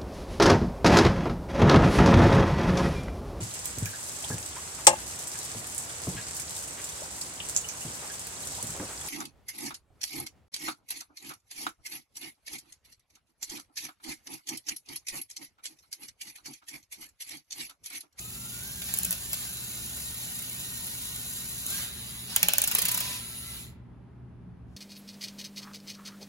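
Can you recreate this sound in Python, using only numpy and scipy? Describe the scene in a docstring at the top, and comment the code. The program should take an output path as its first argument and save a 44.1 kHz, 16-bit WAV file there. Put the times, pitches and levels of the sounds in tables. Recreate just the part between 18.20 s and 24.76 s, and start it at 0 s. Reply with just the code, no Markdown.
"""The gears of a toy robot's launcher whine and chatter as its motor runs up: meshing teeth give tones and ticks.
A top of plastic bricks clacks in its holder (filtered noise bursts and struck modes), then runs free for a moment.
Its lugs rattle against the frame until it is braked (cracks, ringing modes, a wall echo); its rim rubs and groans.
The table thuds under the robot, the gears idle and stop, a faint rustle swells, and the room hums throughout."""
import sys
import numpy as np
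from scipy import signal
from scipy.fft import rfft, irfft, next_fast_len
from scipy.io import wavfile

SR = 44100
rng = np.random.default_rng(int(sys.argv[2]) if len(sys.argv) > 2 else 0)


def to_wav(sig):
    """Store sig (one row per channel, or 1-D mono) as 16-bit WAV at the path in sys.argv[1].

    Samples outside -1..1 are clipped; the rate is SR.
    """
    pcm = np.clip(np.atleast_2d(sig), -1, 1) * 32767
    pcm = np.round(pcm).astype(np.int16)
    wavfile.write(sys.argv[1], SR, pcm.T)  # frames by channels


N = 289501

# relative spectrum of a contact crack: (frequency [Hz], level [dB])
CRACK_SPECTRUM = [(150, -20), (1200, -17.5), (3000, -11.5), (5600, -11.5), (7200, 0.5), (11000, 2),
                  (12600, 5), (14200, 2.5), (15500, -0.5)]
# relative spectrum of the ringing frame: (frequency [Hz], level [dB])
FRAME_SPECTRUM = [(150, -14), (400, -14.5), (600, -9.5), (1200, -10), (2800, -2.5), (4800, -3.5),
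                  (9000, -5.5), (13000, -12.5), (15500, -18)]
# the top's rim rubs on the frame:
# (start [s], end [s], rim level [dB], change of tooth noise [dB], change of whine [dB])
RIM_RUBS = [(.66, .92, -45.5, 2, 4), (1.14, 1.25, -45.5, 1.5, 4), (3.506, 3.638, -41.5, 6, 17),
            (4.111, 4.504, -38.5, -1, -0.5), (4.54, 4.956, -37, 4.5, 9.5)]

# tooth rates: at the start, approached under load, and with the top let go; time constant of the run-up
START_HZ, DRIVEN_HZ, FREE_HZ, RUN_UP_S = 1225, 1890, 2000, 0.7
# the top is let go; the motor is cut; the gears then fall by 60 dB in this time
RELEASE_S, STOP_S, COAST_S = 3.7, 5.372, 0.24


def amp(db):
    """Level in decibels to amplitude ratio, by the factor 20 law."""
    return 10 ** (np.asarray(db) / 20)


def unit(x):
    """Normalisation to a root-mean-square of 1."""
    return x / np.sqrt(np.mean(x ** 2) + 1e-20)


def clock():
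    """Sampled time: seconds at each sample."""
    return np.arange(N) / SR


def along(points, hz):
    """Interpolation of (Hz, value) points on a logarithmic frequency axis."""
    f, v = np.transpose(points)
    return np.interp(np.log(hz + 1), np.log(f + 1), v)


def during(start, end, fade):
    """Trapezoidal gate: 1 between two times, with sloping edges inside them."""
    edge_distance = np.minimum(clock() - start, end - clock())
    return np.clip(edge_distance / fade, 0, 1)


def wobble(rate):
    """Band-limited random modulation: a smooth curve with `rate` random knots a second."""
    size = int(N * rate / SR) + 2
    fine = signal.resample(rng.standard_normal(size), 10 * size)
    return np.interp(clock() * rate * 10, np.arange(len(fine)), fine)


def turn(hz):
    """Phase [rad] as the time integral of a changing rate."""
    return 2 * np.pi * np.cumsum(hz) / SR


def filtered(x, response):
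    """Linear filtering: the spectrum of x times a complex frequency response."""
    size = next_fast_len(N + SR // 2, True)
    return irfft(rfft(x, size) * response(np.fft.rfftfreq(size, 1 / SR)), size)[..., :N]


def coloured(x, spectrum):
    """Minimum-phase filtering: a causal pulse of unit energy, shaped by the spectrum through its cepstrum."""
    size = 2048
    log_spectrum = np.log(amp(along(spectrum, np.fft.rfftfreq(size, 1 / SR))))
    cepstrum = irfft(log_spectrum)
    pulse = irfft(np.exp(rfft(2 * cepstrum[:size // 2], size)))
    return signal.fftconvolve(x, pulse / np.linalg.norm(pulse))[:N]


def noise():
    """White noise: independent Gaussian samples."""
    return rng.standard_normal(N)


def bursts(times, levels_db, rise, t60, crackle_db=1.8):
    """Impact noise: crackly noise flares at each time and decays exponentially; overlapping powers add."""
    t = np.arange(SR // 4) / SR
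    shape = (1 - np.exp(-t / rise)) ** 2 * amp(-60 * t / t60)
    power = np.bincount(np.round(times * SR).astype(int), amp(levels_db) ** 2, N)
    grain = unit(noise() * amp(crackle_db * wobble(900)))
    envelope = np.sqrt(np.abs(signal.fftconvolve(power, (shape / shape.max()) ** 2)[:N]))
    return envelope * grain


def tails(t60_points, size):
    """Diffuse reverberation: two unrelated noise tails of about unit energy, decaying by frequency."""
    hz, t, z = signal.stft(rng.standard_normal((2, size)), SR, nperseg=256)
    decay = amp(-60 * t / along(t60_points, hz)[:, None])
    tail = signal.istft(z * decay, SR, nperseg=256)[1]
    return tail / np.linalg.norm(tail[0])


def tone(hz, flutter):
    """Frequency and amplitude modulation: backlash makes a gear note's pitch and strength unsteady."""
    carrier = np.sin(turn(hz * (1 + flutter * wobble(120))))
    strength_db = 2.3 * wobble(24) + 1.5 * wobble(110)
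    return unit(carrier * amp(strength_db))


def room_tone():
    """Partly coherent noise for the background, plus slightly unsteady sinusoids for the hum."""
    # relative spectrum of the background noise: low rumble and faint hiss, with a dip near 8300 Hz:
    # (frequency [Hz], level [dB])
    background_spectrum = [(15, -50), (22, -32), (50, -11.5), (78, -6), (99, -14), (123, -7), (145, -10.5),
                           (254, -13), (315, -23.5), (380, -19.5), (483, -30), (826, -29), (2500, -45.5),
                           (8300, -65), (11000, -57), (15600, -108)]
    # left-right likeness of the background noise: (frequency [Hz], correlation [1])
    background_likeness = [(60, .92), (130, 0.76), (290, 0.858), (640, 0.14), (1400, 0.76), (8000, 0)]
    # mains and fans: (frequency [Hz], mean rms level [dB])
    hum_notes = [(64.6, -60), (119.7, -54.5), (180, -61.5)]

    def mid_side_response(hz):
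        # mid and side shares that give the wanted correlation
        angle = np.arccos(np.clip(along(background_likeness, hz), -1, 1)) / 2
        return amp(along(background_spectrum, hz)) * [np.cos(angle), np.sin(angle)]

    mid, side = filtered(rng.standard_normal((2, N)), mid_side_response)
    background = amp(-50) * unit(np.array([mid + side, mid - side]))
    hum = np.zeros(N)
    for hz, db in hum_notes:
        hum += amp(db + 1.5 * wobble(5)) * np.sqrt(2) * np.sin(turn(hz + wobble(6)))
    return background + hum


def rustle():
    """Friction noise: something brushes softly against the frame, swelling after the gears stop."""
    start_s, rise_s, level_db = 6.44, 0.11, -73
    swell = np.clip((clock() - start_s) / rise_s, 0, 1)
    return amp(level_db) * swell * coloured(noise(), FRAME_SPECTRUM)


def thuds():
    """Damped oscillation: the rocking robot makes the table top answer with a short, low note."""
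    # blows on the table: (time [s], level before an 8 dB lift [dB])
    table_blows = np.array([(0.801, -46.5), (0.871, -44.5), (4.231, -44.5), (4.629, -51), (4.745, -50.5),
                            (6.261, -49.5)])
    t = np.maximum(clock() - table_blows[:, :1], 0)
    ring = np.sin(2 * np.pi * 178 * t) * (1 - np.exp(-t / 0.0024)) * amp(-60 * t / 0.28)
    return amp(table_blows[:, 1] + 8.0) @ ring


def rubbing():
    """Contact envelope: how firmly the rim touches, 0-1, one row for each rub."""
    attack_s, release_s = 0.055, 0.065  # ramps before the start and after the end
    start, end = np.transpose(RIM_RUBS)[:2, :, None]
    nearest_edge = np.minimum((clock() - start) / attack_s, (end - clock()) / release_s)
    return np.clip(1 + nearest_edge, 0, 1)


def groan():
    """Stick-slip of the rim in its last turns: a short, hoarse note of unsteady pitch."""
    # the note: (start [s], end [s], frequency [Hz], level [dB])
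    stick_slip = (4.5, 5, 998, -49.5)
    start, end, hz, db = stick_slip
    return amp(db) * during(start, end, 0.05) * tone(hz, flutter=0.024)


def grind():
    """Friction noise: the wobbling rim brushes the frame, and at last drags ever more weakly as the top slows."""
    # relative spectrum of the rubbing rim: (frequency [Hz], level [dB])
    rim_spectrum = [(150, -17.5), (450, -15.5), (1300, -10), (2200, -7.5), (3500, -4), (4900, -4),
                    (7000, -7.5), (10000, -8), (15500, -13.5)]
    slowing_s, slowing_db_per_s = 4.91, 36  # the drag fades as the top comes to rest
    grain = unit(noise() * amp(2.6 * wobble(1500) + 0.6 * wobble(70)))
    slowing_db = -slowing_db_per_s * np.maximum(clock() - slowing_s, 0)
    pressure = np.max(amp(np.array(RIM_RUBS)[:, 2:3]) * rubbing() ** 2, axis=0)
    return pressure * amp(slowing_db) * coloured(grain, rim_spectrum)


def knock(times, levels_db):
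    """Modal resonance: each blow gives the frame's low modes one short push."""
    # modes of the bricks: (frequency [Hz], bandwidth [Hz], relative level [dB])
    brick_modes = [(568, 22.6, 0.5), (652, 43, 1), (833, 29, 1.5), (1530, 130, -2), (2260, 150, -3.5),
                   (2590, 130, 4), (3360, 90, 4)]
    pushes = np.bincount(np.round(times * SR).astype(int), amp(levels_db), N)

    def modal_response(f):
        total = 0
        for k, (centre, width, db) in enumerate(brick_modes):
            resonance = 1j * f * width / (centre * centre - f * f + 1j * f * width)
            total = total + (-1) ** k * amp(db) * resonance  # neighbours alternate in sign
        return total

    return filtered(pushes, modal_response)


def clacks():
    """Light impacts: the top jolts in its holder with bright cracks, a frame ring and modal knocks."""
    # jolts, before the offset of each layer: (time [s], level [dB], ring and knock relative to it [dB])
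    holder_jolts = [(0.618, -29, -7.5), (0.688, -31.5, -5.5), (0.739, -17.5, -32), (0.7436, -22, -40),
                    (0.773, -22, -40), (0.787, -16.5, -36), (0.8322, -18.5, -36), (0.847, -17.5, -23),
                    (0.8499, -18, -26), (0.8637, -27, -28), (0.9078, -16.5, -50), (0.917, -21, -14),
                    (0.926, -19, -16), (1.123, -30, -9), (1.1311, -16, -14), (1.141, -20, -22),
                    (2.1908, -27, -38), (2.222, -30.5, -37), (2.6682, -27, -38), (2.961, -29, -38),
                    (3.0523, -32, -38), (3.464, -24.5, -38)]
    s, db, knock_db = np.transpose(holder_jolts)
    crack = coloured(bursts(s, db + 0.5, rise=0.00044, t60=0.011, crackle_db=3.5), CRACK_SPECTRUM)
    ring = coloured(bursts(s, db + knock_db - 0.5, rise=0.00075, t60=0.047, crackle_db=5.5), FRAME_SPECTRUM)
    return crack + ring + knock(s, db + knock_db + 30.5)


def glances():
    """Oblique impact: as the top is braked, a glancing lug skips in sharp ticks and scrapes past."""
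    # glancing blows, before the offset of each layer: (time [s], level [dB])
    glancing_blows = [(4.4373, -19), (4.4739, -18.5), (4.5118, -20), (4.5838, -17.5), (4.617, -18.5),
                      (4.6512, -19), (4.6832, -18.5), (4.7139, -21), (4.744, -21), (4.773, -22),
                      (4.803, -23)]
    # skips of each glance over the frame: (delay [s], relative level [dB])
    skip_pattern = [(0, -2), (.0024, -0.5), (.0072, -3)]
    s, db = np.transpose(glancing_blows)
    delay, skip_db = np.transpose(skip_pattern)
    tick_times = (s[:, None] + delay).ravel()
    tick_levels = (db[:, None] + skip_db).ravel()
    ticks = bursts(tick_times, tick_levels, rise=0.0003, t60=0.011)
    scrape = bursts(s, db - 6, rise=0.0018, t60=0.047, crackle_db=1.5)
    ring = bursts(s, db - 9.0, rise=0.0007, t60=0.063)
    return coloured(ticks + scrape, CRACK_SPECTRUM) + coloured(ring, FRAME_SPECTRUM) + knock(s, db + 4.5)


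def strikes():
    """Direct impact: each lug gives a hard crack and a short clack; loose bricks ring on and a wall reflects."""
    # square blows, before the offset of each layer: (time [s], level [dB], clack and knock relative to it [dB])
    lug_blows = [(4.1617, -5, -26.5), (4.2295, -6.5, -21.5), (4.2846, -6, -22), (4.3349, -11.5, -17.5),
                 (4.3826, -7.5, -22), (4.4174, -7.5, -34.5), (4.55, -6, -37)]
    wall_s, wall_db = 0.019, -26  # delay and level of the reflection from a near wall
    s, db, knock_db = np.transpose(lug_blows)
    crack = coloured(bursts(s, db - 2, rise=0.00045, t60=0.01, crackle_db=0), CRACK_SPECTRUM)
    clack = coloured(bursts(s, db + knock_db + 10.0, rise=0.00013, t60=0.014), FRAME_SPECTRUM)
    ring = coloured(bursts(s, db - 25.5, rise=0.0015, t60=0.11, crackle_db=0.5), FRAME_SPECTRUM)
    echo = coloured(bursts(s + wall_s, db + wall_db, rise=0.001, t60=0.02), CRACK_SPECTRUM)
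    return crack + clack + ring + echo + knock(s, db + knock_db + 36.5)


def driving():
    """Load transfer: 1 while the gears hold the top, sloping to 0 as it is let go."""
    return np.clip((RELEASE_S - clock()) / 0.21, 0, 1)


def running():
    """Run-down: gain of the gears as they coast to rest after the motor is cut."""
    return amp(-60 * (np.maximum(clock() - STOP_S, 0) / COAST_S) ** 2)


def tooth_rate():
    """Meshing frequency: it sags whenever the wobbling top snags and rises once the top is let go."""
    # speed of the motor: (time [s], tooth rate [Hz])
    motor_speed = [(0, 1215), (.13, 1345), (.4, 1440), (.47, 1590), (.55, 1655), (.67, 1530), (.8, 1685),
                   (.97, 1395), (1.06, 1810), (1.15, 1770), (1.28, 1540), (1.39, 1810), (2.1, 1890),
                   (3.38, 1880), (3.48, 1420), (3.535, 1600), (3.6, 1680), (3.66, 1420), (3.74, 2000),
                   (4.04, 2000), (4.14, 1650), (4.3, 2000)]
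    s, hz = np.transpose(motor_speed)
    return np.interp(clock(), s, hz)


def sag():
    """Speed droop: tooth rate [Hz] lost against a smooth exponential run-up while the top snags."""
    driven = DRIVEN_HZ - (DRIVEN_HZ - START_HZ) * np.exp(-clock() / RUN_UP_S)
    smooth_hz = FREE_HZ + (driven - FREE_HZ) * driving()
    return np.maximum(smooth_hz - tooth_rate(), 0)


def whine():
    """Gear meshing tones: teeth sing at the meshing rate, its octave, and 3/2 of it from a second wheel."""
    # nearly steady notes of other gears; silent if the end precedes the start:
    # (start [s], end [s], frequency [Hz], level [dB])
    gear_notes = [(1.1, 3.8, 1458, -64.5), (1.3, 5.4, 3945, -51.5), (3.75, 3.2, 1600, -59.5),
                  (4.84, 5.34, 2200, -60.5), (3.71, 4.15, 10520, -49.5), (4.85, 5.4, 10570, -47.5),
                  (4.99, 5.37, 1341, -60.5), (5.03, 5.4, 4800, -56.5)]
    base_db, sag_db_per_hz = -59.5, -0.0085  # the whine weakens as the tooth rate sags
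    push_db, push_peak_s, push_fade_s = 9.5, 0.55, 0.1  # it swells while the motor pushes hardest
    note_flutter, flutter_hz = 0.003, 5000  # flutter as a share of pitch; pitch at which it has doubled
    mesh_hz = tooth_rate()
    run_up = np.minimum(clock() / push_peak_s, 1)
    push = np.clip(np.minimum(clock() / push_peak_s, 1 - (clock() - push_peak_s) / push_fade_s), 0, 1)
    rub_db = np.array(RIM_RUBS)[:, 4] @ rubbing()
    level_db = base_db + push_db * push + sag_db_per_hz * sag() + rub_db
    main = tone(mesh_hz, flutter=0.009) * amp(2.5 * wobble(16))
    # the second wheel on the shaft has half as many teeth again
    wheel = amp(1) * tone(mesh_hz * 3 / 2, flutter=0.014) * during(1.3, 3.5, 0.1)
    octave = amp(1 - 9 * run_up) * tone(mesh_hz * 2, flutter=0.011)
    out = amp(level_db) * (main + wheel + octave) * running()
    for start, end, hz, db in gear_notes:
        flutter = note_flutter * (1 + hz / flutter_hz)
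        out += amp(db) * during(start, end, 0.025) * tone(hz, flutter)
    return out


def teeth(mesh_hz, scatter_db, slide_db):
    """Impulse train with jitter: a tick of random size per tooth, over the noise of sliding flanks."""
    phase = turn(mesh_hz * (1 + 0.25 * wobble(600)))
    at = np.flatnonzero(np.diff(phase // (2 * np.pi)) > 0)
    ticks = np.zeros(N)
    ticks[at] = (np.sign(noise()) * amp(scatter_db * noise()))[at]
    return unit(unit(ticks) + amp(slide_db) * noise())


def chatter():
    """Modulated tooth impacts: loaded gears throb and tick with the top's turns, free ones buzz with the shaft."""
    # relative spectrum of the tooth noise: (frequency [Hz], level [dB])
    tooth_spectrum = [(500, -15.5), (1000, -14.5), (2350, -9.5), (3000, -7), (3350, -6), (3750, -4),
                      (5300, -8), (6750, -3.5), (7350, 2.5), (7850, -7.5), (8450, -36), (8950, 4),
                      (9600, -3), (10900, 0.5), (11700, -4), (12900, 1.5), (14300, -5.5), (15500, -10)]
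    # its tilt when running free: (frequency [Hz], level [dB])
    free_tilt = [(1000, -1), (3500, 0.5), (6000, -4), (12000, -3)]
    # tooth noise at full speed with the top, and without it; its change in dB per unit of relative speed, which
    # scales the rise from rest to full speed
    loaded_db, free_db, growth_db = -37, -41, 9
    mesh_hz, load = tooth_rate(), driving()
    driven_db = loaded_db + growth_db * (START_HZ / DRIVEN_HZ - 1) * np.exp(-clock() / RUN_UP_S)
    rub_db = np.array(RIM_RUBS)[:, 3] @ rubbing()
    level_db = free_db + (driven_db - free_db) * load + rub_db

    spin = turn(mesh_hz / 66.0)  # 66 teeth pass in each turn of the top
    throb = unit(amp(0.32 * np.cos(spin) + 0.58 * np.cos(2 * spin) + 0.59 * wobble(60)))
    passes = clock()[1:][np.diff(spin // (2 * np.pi)) > 0]
    tick_db = 3 * rng.standard_normal(len(passes)) + 1
    ticks = bursts(passes, tick_db, rise=0.0003, t60=0.01, crackle_db=1)
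    loaded_teeth = coloured(teeth(mesh_hz, scatter_db=3, slide_db=2), tooth_spectrum)
    loaded = loaded_teeth * throb + coloured(ticks, CRACK_SPECTRUM)

    buzz = unit(amp(2.1 * np.cos(2 * np.pi * 122 * clock())))
    free_teeth = coloured(teeth(mesh_hz, scatter_db=2, slide_db=4), tooth_spectrum)
    free = unit(coloured(free_teeth, free_tilt)) * buzz
    return amp(level_db) * running() * (np.sqrt(load) * loaded + np.sqrt(1 - load) * free)


def scattered(x):
    """Early reflections, smeared and diffuse; their random pattern crossfades to a new one 32 times a second."""
    hop = SR // 32
    out = np.zeros((2, N + SR))
    padded = np.pad(x, (hop, 3 * hop))
    window = np.sin(np.pi * np.arange(2 * hop) / (2 * hop))
    for start in range(0, N + hop, hop):
        # decay of the echoes: (frequency [Hz], t60 [s])
        echo = tails([(500, 0.019), (4000, 0.074), (12000, 0.06)], size=2 * hop)
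        piece = signal.fftconvolve((padded[start:start + 2 * hop] * window)[None], echo, axes=1)
        out[:, start:start + piece.shape[1]] += piece
    return out[:, hop:hop + N]


def placed(tones, contacts):
    """Interchannel time and level differences, with scattered contacts and a diffuse room response."""
    # share of the sound that arrives scattered: (frequency [Hz], power share [1])
    scatter_share = [(300, .2), (1200, .55), (2750, .75), (3250, .3), (4500, .7), (7500, .1), (13000, .07)]
    # lean to the left: (frequency [Hz], left-right level difference [dB])
    left_lean = [(150, 0.5), (800, 5), (1500, 3), (2500, 0), (5000, -2.5), (7000, 0)]
    # reverberation of the room: (frequency [Hz], t60 [s])
    room_decay = [(300, 0.91), (2000, 0.66), (6000, 0.26), (14000, 0.2)]
    # delay between the microphones; it sets in above the bass, and in the treble it reverses,
    # back in phase at the last value: the midrange reaches the left first, the treble the right
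    lag_s, lag_from_hz, in_phase_hz = 0.000202, 750, 10950

    def share(hz):
        return np.clip(along(scatter_share, hz), 0, 1)

    def direct_response(hz):
        lagging_hz = np.minimum(np.maximum(hz - lag_from_hz, 0), in_phase_hz - hz)
        phase = np.pi * lag_s * lagging_hz * np.array([[1], [-1]])
        return np.sqrt(1 - share(hz)) * np.exp(1j * phase)

    x = tones + contacts
    direct = filtered(x, direct_response)
    delayed = np.pad(x, (400, 0))  # the room answers 400 samples later
    far = signal.fftconvolve(delayed[None], tails(room_decay, size=SR // 2), axes=1)[:, :N]
    around = filtered(scattered(contacts) + amp(-8.5) * far, lambda hz: np.sqrt(share(hz)))
    return filtered(direct + around, lambda hz: amp(along(left_lean, hz) * np.array([[0.5], [-0.5]])))


def scene():
    """Superposition: the placed tones and contacts add to the room tone."""
    tones = whine() + groan() + thuds()
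    contacts = chatter() + grind() + clacks() + strikes() + glances() + rustle()
    return placed(tones, contacts) + room_tone()


def record(dry):
    """Band limiting: a very steep low-pass removes the highest treble."""
    band_limit_hz = 15900
    return filtered(dry, lambda hz: 1 / np.sqrt(1 + (hz / band_limit_hz) ** 160))


dry = scene()
out = record(dry)
to_wav(out)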